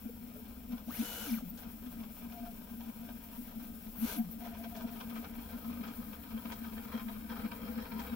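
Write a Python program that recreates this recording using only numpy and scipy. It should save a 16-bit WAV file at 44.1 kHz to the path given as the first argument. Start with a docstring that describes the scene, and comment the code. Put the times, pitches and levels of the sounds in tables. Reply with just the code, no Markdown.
"""A room with a desktop 3D printer, close to a stereo microphone and a little to its left.
Over room rumble and fans, the printer traces a round wall and makes two fast travel moves.
Its stepper motors set the frame humming in swells; the carriage and the bed rattle on their bearings,
and the motor drivers hiss high in the treble. On each travel the belts rush, the motors whine up and
down again and the frame booms; then the nozzle drops with a low hum and a thin chirp."""
import sys
import numpy as np
from scipy import signal
from scipy.fft import rfft, irfft
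from scipy.io import wavfile
from scipy.ndimage import uniform_filter1d

SR = 44100
rng = np.random.default_rng(int(sys.argv[2]) if len(sys.argv) > 2 else 0)


def pcm_store(signal):
    """Save signal as 16-bit PCM."""
    levels = np.round(np.clip(np.atleast_2d(signal), -1, 1) * 32767)
    wavfile.write(sys.argv[1], SR, levels.astype(np.int16).T)


N = 359415
TIME = np.arange(N) / SR
BIN_HZ = np.maximum(np.fft.rfftfreq(N, 1 / SR), 1)

# Levels in all tables are relative: trims and the path to the microphone act on them.
# steady rolling of the bearings: time_s, level_db
ROLLING = [(0, -63), (.65, -64.5), (2.3, -62.5), (3.9, -63), (4.6, -60), (5.6, -56.5), (6.3, -57.5),
           (7.1, -57.5), (8.15, -53)]
# resonances of the bed: pitch_hz, width_hz, gain_db
BED_MODES = [(407, 53, 1.5), (492, 47, 8.5), (690, 21.4, 2), (808, 11.5, 3), (947, 31.7, 4.5),
             (1035.4, 29, 2), (1262, 71, 1), (1397, 24, 2.5), (1532, 130, -1.5), (1790, 330, -7),
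             (2306, 250, -4.5), (3220, 53, -3), (3410, 41, -9.5), (3825, 41, -6), (4210, 180, -12),
             (5320, 290, -13)]
# two travel moves, a curve each: time_s, speed (1 = cruising)
TRAVELS = [
    [(.86, 0), (1.035, 1), (1.26, 1), (1.437, 0)],
    [(3.92, 0), (4.04, .72), (4.07, .85), (4.09, .88), (4.13, .83), (4.16, .71), (4.2, .44), (4.235, 0)],
]
# sound of each travel: rush_db at cruising speed, speed_exponent, bed_share, whine_db, beat_db
TRAVEL_MIX = [(-47.5, 0.81, 0.07, -1.5, -43.5), (-41.5, 2.73, 0.2, -13, -42.5)]
# the nozzle's drop after each travel: hum_s, chirp_s
NOZZLE_DROPS = [(1.465, 1.5), (4.275, 4.32)]


def from_db(db):
    """Decibels to gain."""
    return 10 ** (np.asarray(db) / 20)


def unit_rms(x):
    """Scale to unit power."""
    return x / np.sqrt(np.mean(x ** 2) + 1e-20)


def in_time(points):
    """A curve through (time_s, value) points."""
    return np.interp(TIME, *np.transpose(points))


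def at_hz(points, hz):
    """Read (frequency_hz, value) points on a log-frequency axis."""
    point_hz, value = np.transpose(points)
    return np.interp(np.log(np.maximum(hz, 1)), np.log(point_hz), value)


def filtered(x, spectrum):
    """Pass a signal through (frequency_hz, gain_db) points."""
    return irfft(rfft(x) * from_db(at_hz(spectrum, BIN_HZ)), N)


def colour(x, spectrum):
    """Give a signal a spectrum; rms 1."""
    return unit_rms(filtered(x, spectrum))


def drift(rate_hz):
    """Random wander of spread 1, mostly slower than rate_hz."""
    hop, settle = 40, 2000
    pole = np.exp(-2 * np.pi * rate_hz * hop / SR)
    slow = signal.lfilter([1], [1, -2 * pole, pole * pole], rng.standard_normal(N // hop + settle + 2))
    slow = unit_rms(slow[settle:])
    return np.interp(np.arange(N) / hop, np.arange(len(slow)), slow)


def resonate(x, modes, wander_db=0):
    """Parallel resonances of alternating sign, each free to grow and fade by itself; rms 1."""
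    out = 0
    for k, (hz, width_hz, db) in enumerate(modes):
        r = np.exp(-np.pi * width_hz / SR)
        poles = [1, -2 * r * np.cos(2 * np.pi * hz / SR), r * r]
        gain = from_db(db + wander_db * np.tanh(drift(7.2))) if wander_db else from_db(db)
        out = out + (-1) ** k * (1 - r * r) * gain * signal.lfilter([1, 0, -1], poles, x + 1e-18)
    return unit_rms(out)


def noise():
    """Two unrelated white noises."""
    return rng.standard_normal((2, N))


def grains(per_s, spread_db):
    """Tiny impacts of uneven size, each with its own strength in the two channels."""
    hits = rng.random(N) < per_s / SR
    sizes = from_db(spread_db * np.minimum(rng.exponential(1, N), 3))
    return unit_rms(hits * sizes * noise())


def tone(hz):
    """A sine of rms 1 on a pitch curve."""
    return np.sqrt(2) * np.sin(2 * np.pi * (np.cumsum(hz) / SR + rng.random()))


def bump(centre_s, length_s):
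    """A smooth rise and fall around a moment."""
    out = np.zeros(N)
    near = slice(max(int((centre_s - 2 * length_s) * SR), 0), int((centre_s + 2 * length_s) * SR))
    out[near] = np.exp(-2 * ((TIME[near] - centre_s) / length_s) ** 2)
    return out


def rolling_swing():
    """How far the rolling lies above or below its average, in dB."""
    db = in_time(ROLLING)
    return db - db.mean()


def travel_speed():
    """Speed of the travel moves as a share of cruising speed; zero while printing."""
    return sum(in_time(move) for move in TRAVELS)


def between(events, gap_s, level_db, follows, jitter_s, scatter_db):
    """Weaker events (time_s, level_db) loosely paced between strong ones; they grow with the rolling."""
    marks = [row[0] for row in events]
    times = np.concatenate([np.linspace(a, b, max(round((b - a) / gap_s), 1) + 1)[1:-1]
                            for a, b in zip(marks, marks[1:])])
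    late, loud = rng.standard_normal(size=(200, 2))[:len(times)].T
    levels = level_db + follows * np.interp(times, TIME, rolling_swing()) + scatter_db * loud
    return list(zip(times + jitter_s * late, levels))


def background(room_db=-57, fans_db=-65, table_db=-58.5, table_follows=0.57):
    """Low rumble of the room, a table that booms along with the rolling, and the fans' even breeze."""
    # room tone and fan noise: frequency_hz, gain_db
    room_spectrum = [(12, -38), (20, 2), (43, -7), (70, -5.5), (81, -10.5), (103, -18.5), (124, -9),
                     (140, -27), (150, -12), (200, -9.5), (330, -120)]
    fan_spectrum = [(150, 10), (300, 8.5), (360, 9.5), (550, 9.5), (900, -12), (1900, -6.5), (2500, 2.5),
                    (4200, -7.5), (4750, -10), (5400, 1), (6700, -20), (7500, 1.5), (8400, -14.5),
                    (15000, -37)]
    table_modes = [(69.6, 19.0, 21.0), (81.6, 12.0, 4.6)]  # pitch_hz, width_hz, gain_db
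    lowpass = signal.butter(4, 170, fs=SR, output="sos")
    rumble = from_db(room_db) * signal.sosfilt(lowpass, colour(noise(), room_spectrum))
    table = signal.sosfilt(lowpass, resonate(noise(), table_modes))
    fans = from_db(fans_db) * colour(noise(), fan_spectrum)
    return rumble + from_db(table_db + table_follows * rolling_swing()) * table + fans


def drivers(trim_db=1, flutter_db=1.45, chopper_hz=20000, swing_hz=16800, blur_hz=450, chirp_s=0.017):
    """Current choppers hiss, chirp after each drop, and beat with the microsteps, lower with speed."""
    # steady hiss: time_s, level_db
    hiss_levels = [(0, -52), (.85, -53), (1.6, -50.5), (4, -50), (8.15, -49.5)]
    # colour of the hiss, and the beat's path to the air: frequency_hz, gain_db
    hiss_spectrum = [(7000, -19), (8500, -18), (9700, -11.5), (10900, -13.5), (11400, -10.5), (11800, -4.5),
                     (12150, -8), (12600, -8), (13200, -11), (14200, -2.5), (14900, -1), (15700, -0.5)]
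    beat_path = [(7500, -30), (8700, -20), (9400, -7), (11200, -4.5), (11650, 4.5), (12250, 5), (12650, -5),
                 (14000, -4), (14600, 1.5), (15600, 1), (17000, -20)]
    hiss_gain = from_db(in_time(hiss_levels) + trim_db + flutter_db * drift(14.5))
    hiss = hiss_gain * colour(noise(), hiss_spectrum)
    beat_gain = sum(from_db(db) * (in_time(move) > 0) for move, (*_, db) in zip(TRAVELS, TRAVEL_MIX))
    swing = np.sin(np.pi * np.cumsum(1000 + 350 * drift(200)) / SR) ** 2  # about 1000 dips a second
    blur = unit_rms(signal.sosfilt(signal.butter(2, blur_hz, fs=SR, output="sos"), noise()))
    beat_hz = chopper_hz - swing_hz * swing * travel_speed()
    beat = filtered(beat_gain * blur * tone(beat_hz), beat_path)
    chirp_hz = [14600, 15400]
    chirps = sum(bump(s, chirp_s) * tone(np.interp(TIME, [s - chirp_s, s + chirp_s], chirp_hz))
                 for _, s in NOZZLE_DROPS)
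    return hiss + beat + from_db(-46) * blur * chirps


def belt_ticks(trim_db=-6, decay_s=0.023):
    """Play in the belts is taken up with a short bright crack that rings in the rods."""
    # sharp ticks: start_s, peak_db
    ticks = [(1.574, -51), (4.764, -49.5), (5.006, -58), (5.163, -56), (5.877, -51), (6.519, -46),
             (6.832, -55), (7.997, -48)]
    # ring of the rods: frequency_hz, gain_db
    ring = [(500, -32), (1000, -2), (2800, 13), (3250, 20), (3700, 17), (5600, 16), (8000, 12),
            (15000, -15)]
    envelope = sum(from_db(db + trim_db) * (TIME >= s) * np.exp(-np.clip((TIME - s) / decay_s, 0, 50))
                   for s, db in ticks)
    return envelope * colour(noise(), ring)


def rod_buzzes(wander=0.0172, rough_db=0.6):
    """A motor order buzzes in short, rough pulses where it lingers on a resonance of the rods."""
    # pulses: centre_s, length_s, level_db, pitch_hz
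    buzzes = [(0.097, 0.0097, -48, 471.3), (0.363, 0.01, -54, 600), (0.382, 0.034, -57, 433),
              (2.347, 0.05, -56.5, 701), (2.383, 0.035, -52.5, 692), (2.442, 0.024, -50, 691),
              (2.48, 0.031, -49.5, 698), (4.195, 0.034, -50, 714), (4.428, 0.025, -52, 690),
              (4.465, 0.016, -48, 690), (4.533, 0.023, -51.5, 690), (4.608, 0.028, -51, 688),
              (4.664, 0.014, -47.5, 690), (4.733, 0.022, -52, 700), (4.777, 0.014, -46.5, 682),
              (4.802, 0.012, -50, 660), (4.846, 0.014, -49, 663), (4.918, 0.08, -62, 690)]
    bend = 1 + wander * drift(63.6)
    roughness = from_db(rough_db * drift(82))
    return roughness * sum(from_db(db) * bump(s, length) * tone(hz * bend)
                           for s, length, db, hz in buzzes)


def nozzle_drops(pitch_hz=176.4, level_db=-45.5, length_s=0.048):
    """The lead screw motors hum briefly as they lower the nozzle."""
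    envelope = from_db(level_db) * sum(bump(s, length_s) for s, _ in NOZZLE_DROPS)
    return envelope * tone(np.full(N, pitch_hz))


def belt_rush():
    """On a travel the belt teeth merge into a rush that grows with speed and rings in the bed."""
    # running belts: frequency_hz, gain_db
    belt_spectrum = [(280, -44), (480, 17), (800, 15.5), (1150, 5), (1520, 14), (2000, 10), (2400, 7.5),
                     (3000, 14.5), (4400, 9.5), (4850, 7), (5500, 11.5), (8200, 4), (9700, 9.5),
                     (15000, 10.5)]
    teeth = grains(per_s=17000, spread_db=-2.0)
    belts, bed = colour(teeth, belt_spectrum), resonate(teeth, BED_MODES)
    rush = 0
    for move, (db, exponent, bed_share, _, _) in zip(TRAVELS, TRAVEL_MIX):
        blend = np.sqrt(1 - bed_share) * belts + np.sqrt(bed_share) * bed
        rush = rush + from_db(db) * in_time(move) ** exponent * blend
    return rush


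def motor_whine(blur=0.035, full_drive_speed=0.05, onset_width=0.11):
    """Rough motor orders glide with the travel speed; at cruising speed a few thin tones stand out."""
    # motor orders: cruise_pitch_hz, level_db, roughness (0-1), onset_speed (1 = cruising)
    orders = [(321, -61, .3, 0), (481, -54, .5, .9), (1420, -61, 1, .8), (2951, -59, .6, .45),
              (4426, -55, .7, 0), (7400, -56, .6, .58)]
    # the whine's path through frame and rods: frequency_hz, gain_db
    frame_path = [(60, -25), (150, -6), (290, 0), (370, -12), (470, -2), (700, 1), (1100, -1), (1380, 7),
                  (1900, -7), (2400, 2), (2900, -1), (3400, -9), (4700, -17), (5100, 4), (5600, -1),
                  (6400, -5), (7400, -14)]
    # thin tones: pitch_hz, level_db
    cruise_tones = [(2951, -56), (6420, -69), (7097, -67), (7554, -66), (14423, -58)]
    speed = travel_speed()
    drive = sum(from_db(whine_db) * np.minimum(in_time(move) / full_drive_speed, 1)
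                for move, (*_, whine_db, _) in zip(TRAVELS, TRAVEL_MIX))
    whine = 0
    for hz, db, roughness, onset_speed in orders:
        flutter = np.sqrt(1 - roughness) + np.sqrt(roughness) * drift(min(blur * hz, 200))
        fade_in = np.clip((speed - onset_speed) / onset_width, 0, 1)
        gain = from_db(db + at_hz(frame_path, hz * speed))
        whine = whine + fade_in * gain * flutter * tone(hz * speed)
    cruising = uniform_filter1d((speed == 1) * 1., size=1600)
    thin_tones = sum(from_db(db) * tone(np.full(N, hz)) for hz, db in cruise_tones)
    return drive * whine + cruising * thin_tones


def bearing_knocks(firm_s=0.021, firm_db=-48.5, stretch=0.31, lead_s=0.0024, rise=0.25, fall=0.71):
    """The balls knock in bursts: a firm knock is short, a soft one drags out into a scrape."""
    # the loudest knocks: time_s, level_db
    strong = [(0.354, -64), (0.726, -53), (0.783, -56), (1.592, -56.5), (1.633, -53.5), (1.867, -59.5),
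              (1.92, -61.5), (2.0, -58), (2.04, -58), (2.17, -59.5), (2.22, -61), (2.26, -64), (2.325, -55),
              (2.39, -57.5), (2.458, -56), (2.7, -60), (2.81, -56), (2.85, -58), (2.89, -60), (3.0, -64),
              (3.06, -63), (3.094, -56), (3.33, -62), (3.36, -63), (3.48, -59.5), (3.515, -61),
              (3.605, -57), (3.639, -61), (4.41, -55.5), (4.454, -49.5), (4.474, -59), (4.547, -57.5),
              (4.644, -49.5), (4.757, -47.5), (4.79, -60.5), (4.811, -53.5), (4.88, -56), (4.965, -58),
              (5.01, -47.5), (5.103, -51), (5.162, -51), (5.18, -55), (5.247, -49), (5.39, -58),
              (5.651, -54.5), (5.7, -55), (5.73, -59), (5.773, -63), (5.841, -50), (5.88, -57),
              (5.965, -65), (6.03, -67), (6.136, -51.5), (6.165, -71), (6.239, -57.5), (6.265, -64),
              (6.315, -53.5), (6.378, -53), (6.457, -48.5), (6.474, -71), (6.503, -52), (6.525, -46.5),
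              (6.62, -62), (6.647, -51.5), (6.68, -80), (6.779, -50.5), (6.845, -57), (6.885, -55),
              (6.926, -46.5), (6.947, -49), (6.979, -52), (7.0, -54.5), (7.089, -48.5), (7.163, -60),
              (7.24, -62), (7.301, -47.5), (7.322, -48.5), (7.368, -49), (7.4, -56), (7.425, -59),
              (7.455, -48.5), (7.521, -46.5), (7.55, -67), (7.619, -55), (7.678, -53), (7.788, -50.5),
              (7.86, -48), (7.924, -46.5), (7.97, -58), (8.003, -47), (8.042, -56), (8.135, -53)]
    # a knock is brighter than rolling: frequency_hz, gain_db
    brightness = [(400, -1.5), (1000, 8.5), (2000, 5.5), (3350, 8), (4300, 4), (7000, 8)]
    light = between(strong, gap_s=0.055, level_db=-72.5, follows=1.6, jitter_s=0.011, scatter_db=6.0)
    envelope = np.zeros(N)
    for s, db in strong + light:
        near = slice(max(int((s - .06) * SR), 0), int((s + .15) * SR))
        length_s = firm_s * from_db(stretch * (firm_db - db))
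        age = (TIME[near] - s + lead_s) / length_s
        envelope[near] += from_db(db) * np.exp(-np.maximum(-age / rise, age / fall))
    bursts = envelope * grains(per_s=3000, spread_db=0.5)
    return np.sqrt(np.mean(envelope ** 2)) * colour(bursts, brightness)


def bearings(roll_trim_db=-2, flutter_db=2.5):
    """Balls roll and knock in their races; both set the carriage and the bed ringing."""
    # the bed's part of the rattle, against the carriage's: time_s, share (0-1)
    bed_shares = [(0, 0.66), (3.9, 0.6), (4.5, 0.67), (5.6, 0.83), (6.4, 0.93), (8.15, 1)]
    # rattle of the carriage: frequency_hz, gain_db
    carriage_spectrum = [(300, -31), (420, 14), (600, 17), (820, 14.5), (1150, -38), (1350, -18), (1560, 5),
                         (1950, -29), (2350, -1.5), (3300, 5), (4700, -9), (5400, 6), (9000, -43)]
    roll_gain = from_db(in_time(ROLLING) + roll_trim_db + flutter_db * np.tanh(drift(13.0)))
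    knocks = bearing_knocks()
    rolls = roll_gain * grains(per_s=2000, spread_db=0.5)
    bed_share = in_time(bed_shares)
    rattle = 0
    for impacts in (rolls, knocks):
        bed = np.sqrt(bed_share) * resonate(impacts, BED_MODES, wander_db=4.0)
        carriage = np.sqrt(1 - bed_share) * colour(impacts, carriage_spectrum)
        rattle = rattle + impacts.std() * (bed + carriage)
    return rattle


def frame_booms(skirt_db=-19, skirt_ratio=2.6):
    """On each ramp of a travel a low motor order sweeps the frame's resonances and makes them boom."""
    # booms: centre_s, level_db, length_s, pitch_hz, glide_hz_per_s
    booms = [(1.007, -30, 0.02, 231, 400), (1.028, -41, 0.015, 286, 700),
             (1.29, -42.5, 0.025, 276.6, -1000), (1.333, -30.5, 0.029, 230, -400),
             (1.378, -37.5, 0.015, 222, -300), (1.43, -45.5, 0.015, 259, -900),
             (4.037, -29, 0.025, 230, 198.5), (4.049, -43, 0.02, 279, 501.5),
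             (4.177, -42.5, 0.018, 282.4, -1300), (4.204, -29.5, 0.024, 228, -300)]
    out = 0
    for s, db, length, hz, glide in booms:
        envelope = bump(s, length) + from_db(skirt_db) * bump(s, skirt_ratio * length)
        out = out + from_db(db) * envelope * tone(hz + glide * (TIME - s))
    return out


def frame_hum(trim_db=-0.75, waver_hz=5.4, flutter_db=1.0, weak_length_s=0.097,
              stirred_db=-53, stirred_follows=0.65, shaken_db=-10):
    """While printing, the motors make the frame hum in swells; these and the rolling stir its modes."""
    # the strongest swells: centre_s, level_db, length_s
    strong = [(0.063, -40.5, 0.019), (0.251, -42.5, 0.054), (0.58, -44.5, 0.023), (0.732, -36.5, 0.041),
              (0.896, -37.5, 0.03), (1.544, -42.5, 0.047), (1.66, -44, 0.051), (1.873, -43.5, 0.062),
              (1.984, -42, 0.095), (2.261, -41.5, 0.038), (2.43, -39, 0.029), (2.601, -46.5, 0.037),
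              (2.754, -44, 0.094), (2.892, -41.5, 0.031), (3.029, -44.5, 0.086), (3.114, -47.5, 0.045),
              (3.399, -43.5, 0.047), (3.575, -41.5, 0.026), (3.649, -46.5, 0.13), (3.884, -47, 0.038),
              (3.98, -42, 0.04), (4.396, -43.5, 0.075), (4.61, -48, 0.11), (4.679, -43.5, 0.038),
              (4.799, -45.5, 0.068), (4.855, -38, 0.024), (4.958, -48.5, 0.13), (5.167, -44.5, 0.11),
              (5.297, -48, 0.064), (5.387, -44.5, 0.012), (5.55, -39, 0.032), (5.703, -40.5, 0.057),
              (5.843, -42.5, 0.13), (6.011, -39, 0.032), (6.089, -42, 0.033), (6.364, -40, 0.048),
              (6.463, -42, 0.048), (6.516, -48, 0.023), (6.683, -42, 0.1), (6.782, -38, 0.033),
              (6.957, -32.5, 0.018), (7.203, -46, 0.051), (7.343, -41, 0.097), (7.453, -31.5, 0.026),
              (7.629, -40, 0.035), (7.701, -38.5, 0.037), (7.788, -37.5, 0.023), (8.14, -39, 0.038)]
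    # pitch of the hum: time_s, pitch_hz
    pitch_curve = [(.7, 240), (1.5, 235), (4.5, 233), (6, 230.3), (8.15, 227.4)]
    # its harmonics: multiple, level_db
    harmonics = [(1, 0), (2, -27), (3, -27)]
    # resonances of the frame: pitch_hz, width_hz, gain_db
    frame_modes = [(173, 6.1, -2.5), (213.7, 17.8, 5), (239.6, 27, 2), (292.3, 12.4, -3.5)]
    # one weak swell for each short stretch of the nozzle's path
    weak = between(strong, gap_s=0.095, level_db=-51, follows=0.33, jitter_s=0.033, scatter_db=0)
    swells = strong + [(s, db, weak_length_s) for s, db in weak]
    power = sum((from_db(db) * bump(s, length)) ** 2 for s, db, length in swells)
    envelope = from_db(trim_db) * np.sqrt(power)
    hz = in_time(pitch_curve) + waver_hz * drift(12.77)
    hum = from_db(flutter_db * drift(53)) * sum(from_db(db) * tone(k * hz) for k, db in harmonics)
    band = signal.butter(3, [150, 330], "band", fs=SR, output="sos")
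    ring = signal.sosfilt(band, resonate(rng.standard_normal(N), frame_modes))
    ring_gain = from_db(stirred_db + stirred_follows * rolling_swing()) + from_db(shaken_db) * envelope
    printing = 1 - travel_speed()
    return printing * envelope * hum + ring_gain * ring


def spread(pair):
    """Low sounds reach both sides of the microphone alike, high ones do not."""
    # left against right: frequency_hz, likeness (0-1)
    likeness = [(30, 1), (230, 0.9), (500, 0.44), (1000, 0.47), (2000, 0.07), (8000, 0.05)]
    mid, side = rfft(pair)
    alike = at_hz(likeness, BIN_HZ)
    return irfft(np.sqrt((1 + alike) / 2) * mid + np.sqrt((1 - alike) / 2) * side * [[1], [-1]], N)


def scene(lag_s=0.00046):
    """The printer from close by, a little to the left; its hum reaches the right side slightly later."""
    # balance at the microphone: frequency_hz, left_minus_right_db
    balance = [(60, 0), (220, 3.7), (300, 1), (500, 4.5), (1400, 5.5), (2400, 0), (4500, 1), (7000, 3.5),
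               (9700, 3), (11900, 10), (13000, 6), (15000, 9)]
    rush = belt_rush()
    whine = motor_whine()
    diffuse = spread(from_db(3.0) * (bearings() + rush) + belt_ticks() + drivers() + background())
    hum = frame_hum() + frame_booms() + nozzle_drops()
    late_hum = np.interp(TIME - lag_s, TIME, hum)
    printer = diffuse + whine + rod_buzzes() + np.array([hum, late_hum])
    tilt = from_db(at_hz(balance, BIN_HZ) / 2 * np.array([[1], [-1]]))
    return irfft(rfft(printer) * tilt / tilt.mean(axis=0), N)


def record(dry, cutoff_hz=15750):
    """The top of the microphone's signal is cut steeply."""
    return signal.sosfilt(signal.ellip(12, .1, 80, cutoff_hz, fs=SR, output="sos"), dry)


dry = scene()
out = record(dry)
pcm_store(out)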